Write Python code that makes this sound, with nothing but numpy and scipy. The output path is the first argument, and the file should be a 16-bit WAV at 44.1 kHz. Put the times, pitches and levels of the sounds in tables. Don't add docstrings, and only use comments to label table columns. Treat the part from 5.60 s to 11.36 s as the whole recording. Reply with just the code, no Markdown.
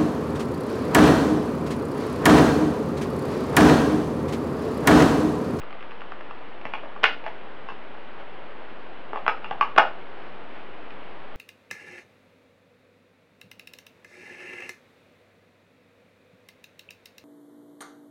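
import sys
import numpy as np
from scipy import signal
from scipy.fft import rfft, irfft
from scipy.io import wavfile

SR = 44100
rng = np.random.default_rng(int(sys.argv[2]) if len(sys.argv) > 2 else 0)


def output_pcm(signal):
    pcm = np.clip(np.atleast_2d(signal).T, -1, 1) * 32767
    wavfile.write(sys.argv[1], SR, np.round(pcm).astype(np.int16))


N = 254016
LIGHT_DB, LIGHT_SKID_DB = -30, -18


def gain_of(db):
    return 10 ** (np.asarray(db) / 20)


def curve_at(points, hz):
    f, value = np.transpose(points)
    return np.interp(np.log(hz + 1), np.log(f + 1), value)


def add(mix, s, sound):
    part = mix[max(round(s * SR), 0):][:len(sound)]
    part += sound[:len(part)]


def noise(spectrum):
    shape = gain_of(curve_at(spectrum, np.fft.rfftfreq(N, 1 / SR)))
    coloured = irfft(rfft(rng.standard_normal(N)) * shape, N)
    return coloured / coloured.std()


def low_pass(x, hz):
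    return signal.oaconvolve(x, signal.firwin(255, hz, window=("kaiser", 9), fs=SR), "same")


# f/Hz, relative level/dB
HISS_SPECTRUM = [(20, -12.5), (60, -10), (110, -10.5), (200, -4), (420, 0), (700, -1.5), (1000, -3.5),
                 (1500, -6.5), (2100, -10), (3000, -13.5), (4000, -24.5), (5000, -33), (6000, -45),
                 (7000, -57.5)]
def hiss(level_db=-43):
    return gain_of(level_db) * noise(HISS_SPECTRUM)


# delay/s, level/dB
REFLECTIONS = [(.0029, -10.5), (.0052, -12), (.0075, -25), (0.012, -11), (0.0138, -16.5), (.0165, -10.5),
               (.021, -18.5)]
# f/Hz, T60/s
ROOM_DECAY = [(200, 0.11), (500, 0.36), (1400, 0.24), (3500, 0.28), (7000, 0.24)]
def room(x, tail_db=-3, build_s=0.011):
    hz, t, bands = signal.stft(rng.choice([-1., 1.], SR // 2), SR, nperseg=256)
    decay = gain_of(-60 * t / curve_at(ROOM_DECAY, hz)[:, None])
    response = signal.istft(bands * decay, SR, nperseg=256)[1]
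    response *= 1 - np.exp(-(np.arange(len(response)) / SR / build_s) ** 2)
    response *= gain_of(tail_db) / np.linalg.norm(response)
    for delay, db in REFLECTIONS:
        add(response, delay, gain_of([db]))
    return signal.oaconvolve(x, response)[:N]


# f/Hz, relative level/dB
CONTACT_SPECTRUM = [(40, -34.5), (130, -2), (300, -8), (450, 3), (800, 5.5), (1500, 5), (2000, 1),
                    (2800, -2.5), (3350, -9.5), (3850, -18), (5200, -23.5), (6500, -41.5), (8000, -78.5)]
def contact(pitch_hz, thud_db, snap_db, peak_db=9, size=2048):
    half_width_octaves, thud_hz, snap_hz, lag_s = 0.098, 600, 1900, 0.001109
    hz = abs(np.fft.fftfreq(size, 1 / SR)) + 1
    resonance = peak_db / (1 + (np.log2(hz / pitch_hz) / half_width_octaves) ** 2)
    bass = thud_db / (1 + (hz / thud_hz) ** 4)
    treble = snap_db / (1 + (snap_hz / hz) ** 4)
    db = curve_at(CONTACT_SPECTRUM, hz) + resonance + bass + treble + 20
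    log_gain = db * np.log(10) / 20
    minimum_phase = np.exp(np.conj(signal.hilbert(log_gain)))
    dispersion = np.exp(-4j * np.pi * lag_s * np.sqrt(1000 * hz))
    return irfft((minimum_phase * dispersion)[:size // 2 + 1])


def chatter(click, skid_db, size=512, decay_s=0.0028):
    force = gain_of(skid_db) * rng.standard_normal(size) * np.exp(-np.arange(size) / SR / decay_s)
    force[0] = 1
    blow = signal.fftconvolve(click, force)
    return blow * np.linalg.norm(click) / np.linalg.norm(blow)


# midpoint t/s, duration/s, level/dB
BRUSH_STROKES = [(2.605, 0.1, -45.5), (4.58, 0.092, -51), (4.658, 0.17, -47), (4.968, 0.18, -47.5)]
def brushes():
    pressure = np.zeros(N)
    for s, length, db in BRUSH_STROKES:
        add(pressure, s - length / 2, gain_of(db) * np.hanning(int(length * SR)))
    return pressure * noise(CONTACT_SPECTRUM)


# t/s, force level/dB, lead of the catch/s
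DRY_TICKS = [(.034, -30.5, 0.017), (.127, -30, 0.02), (0.226, -31, 0.019), (0.3177, -33, .0086),
             (.417, -25, 0.0098), (.52, -22, 0.0021), (0.6085, -29, 0.00095), (0.7093, -24, 0.00093),
             (1.014, -44, 0.00096), (5.306, -42, .001)]
def ticks(tick_hz=1204, catch_hz=2560, catch_db=-37.5, thud_db=-9, room_db=-7):
    clicks = np.zeros(N)
    for s, tick_db, lead_s in DRY_TICKS:
        catch = s - lead_s, catch_db, catch_hz, 6.5
        tick = s, tick_db, tick_hz, -1 - (tick_db - LIGHT_DB)
        for at, force_db, pitch_hz, snap_db in (catch, tick):
            click = contact(pitch_hz, thud_db, snap_db, peak_db=10)
            add(clicks, at, gain_of(force_db) * chatter(click, LIGHT_SKID_DB))
    return clicks + gain_of(room_db) * room(clicks)


# f/Hz, level at resonance over the drive/dB, T60/s
CASE_MODES = [(285, 10.5, .25), (465, 6.5, 0.077), (639, 5.5, 0.073), (760, -4, 0.44), (789, 7, 0.19),
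              (851, 12, 0.11), (893, 3.5, 0.081), (928, -9, 0.11), (970, 2, 0.21), (1065, 0, 0.1),
              (1153, 8.5, 0.061), (1268, 8, 0.13), (1427, -4.5, 0.26), (1465, 1.5, 0.24), (1598, 7.5, 0.15),
              (1830, -2.5, 0.12), (1993, 6, 0.12), (2300, 7, 0.19), (2443, 6, 0.12), (2660, 5.5, .24),
              (2780, 2, 0.18), (3140, -6, 0.24), (3330, 7.5, 0.18), (4420, 0, 0.22), (5120, 5.5, 0.18)]
def case(x):
    t = np.arange(SR // 2) / SR
    ring = np.zeros(len(t))
    for hz, db, t60 in CASE_MODES:
        damping = np.log(1000) / t60
        ring += gain_of(db) * 2 * damping / SR * np.exp(-damping * t) * np.cos(2 * np.pi * hz * t)
    return signal.oaconvolve(x, ring)[:N]


# t/s, force level/dB, f/Hz, thud/dB, snap/dB, ring of case and room/dB
BAY_KNOCKS = [(1.053, -30, 285, 19.5, 10, 0.5), (1.1363, -22, 1100, -8, 2.5, 3),
              (1.234, -31.5, 600, 1, -6.5, 6), (1.2549, -31.5, 950, -9, -16, 0),
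              (1.3618, -31, 1200, -10, -6, -1), (1.6401, -37.5, 890, 1, 4, 5.5),
              (1.6633, -23.5, 640, -12, 4, 2.5), (2.087, -33.5, 1050, 8, 6, 6.5),
              (2.12, -29.5, 1000, 1, -17, -6), (3.5315, -22, 430, 4, -7, 0.5),
              (3.5581, -25, 1000, -5, -4.5, 7), (3.664, -15, 1070, -8.5, -2, -3),
              (3.679, -9, 1320, -4, -0.5, 0), (3.844, -25, 2800, -5, 0.5, 1),
              (3.91, -16.5, 776, -2.5, -6.5, -2.5), (4.0102, -10, 1124, -1, 2, 1.5)]
def knocks():
    for s, force_db, pitch_hz, thud_db, snap_db, ring_db in BAY_KNOCKS:
        skid_db = LIGHT_SKID_DB - 0.09 * (force_db - LIGHT_DB)
        yield s, force_db, contact(pitch_hz, thud_db, snap_db), skid_db, ring_db


# t/s, force level/dB, snap/dB, seat f/Hz, creak lead/s, slip lead/s, rebound/dB
SEATING_SNAPS = [(1.44, -11, 13.5, 2480, .0117, .0069, -3), (4.1809, -3, -1.5, 862, .0188, .0036, 0.5)]
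def snaps(scrape_skid_db=-8, clean_skid_db=-26):
    scrape_ring_db, hit_ring_db, rebound_ring_db = -1.5, 2.5, -0.5
    for s, force_db, snap_db, seat_hz, creak_s, slip_s, rebound_db in SEATING_SNAPS:
        creak = contact(1126, thud_db=7.5, snap_db=2)
        yield s - creak_s, force_db - 18.5, creak, scrape_skid_db, scrape_ring_db
        slip = contact(1.28 * seat_hz, thud_db=-2, snap_db=0.4 * snap_db)
        yield s - slip_s, force_db - 4, slip, scrape_skid_db, scrape_ring_db
        hit = contact(1514, thud_db=-2, snap_db=snap_db)
        yield s, force_db, hit, clean_skid_db, hit_ring_db
        rebound = contact(seat_hz, thud_db=-7.5, snap_db=snap_db - 4)
        yield s + 0.0028, force_db + rebound_db, rebound, clean_skid_db, rebound_ring_db


def batteries(case_in_room_db=-14):
    direct, drive = np.zeros((2, N))
    for s, force_db, click, skid_db, ring_db in [*knocks(), *snaps()]:
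        blow = gain_of(force_db) * chatter(click, skid_db)
        add(direct, s, blow)
        add(drive, s, gain_of(ring_db) * blow)
    shell = case(drive)
    return direct + shell + room(drive + gain_of(case_in_room_db) * shell)


def scene():
    return (batteries() + ticks() + brushes() + hiss())[None]


def record(dry, mic_edge_hz=7100, dc_offset=-0.0304, knee=9, band_edge_hz=13900):
    x = low_pass(dry[0], mic_edge_hz) + dc_offset
    saturated = x / (1 + abs(x) ** knee) ** (1 / knee)
    return low_pass(saturated, band_edge_hz)[None]


dry = scene()
out = record(dry)
output_pcm(out)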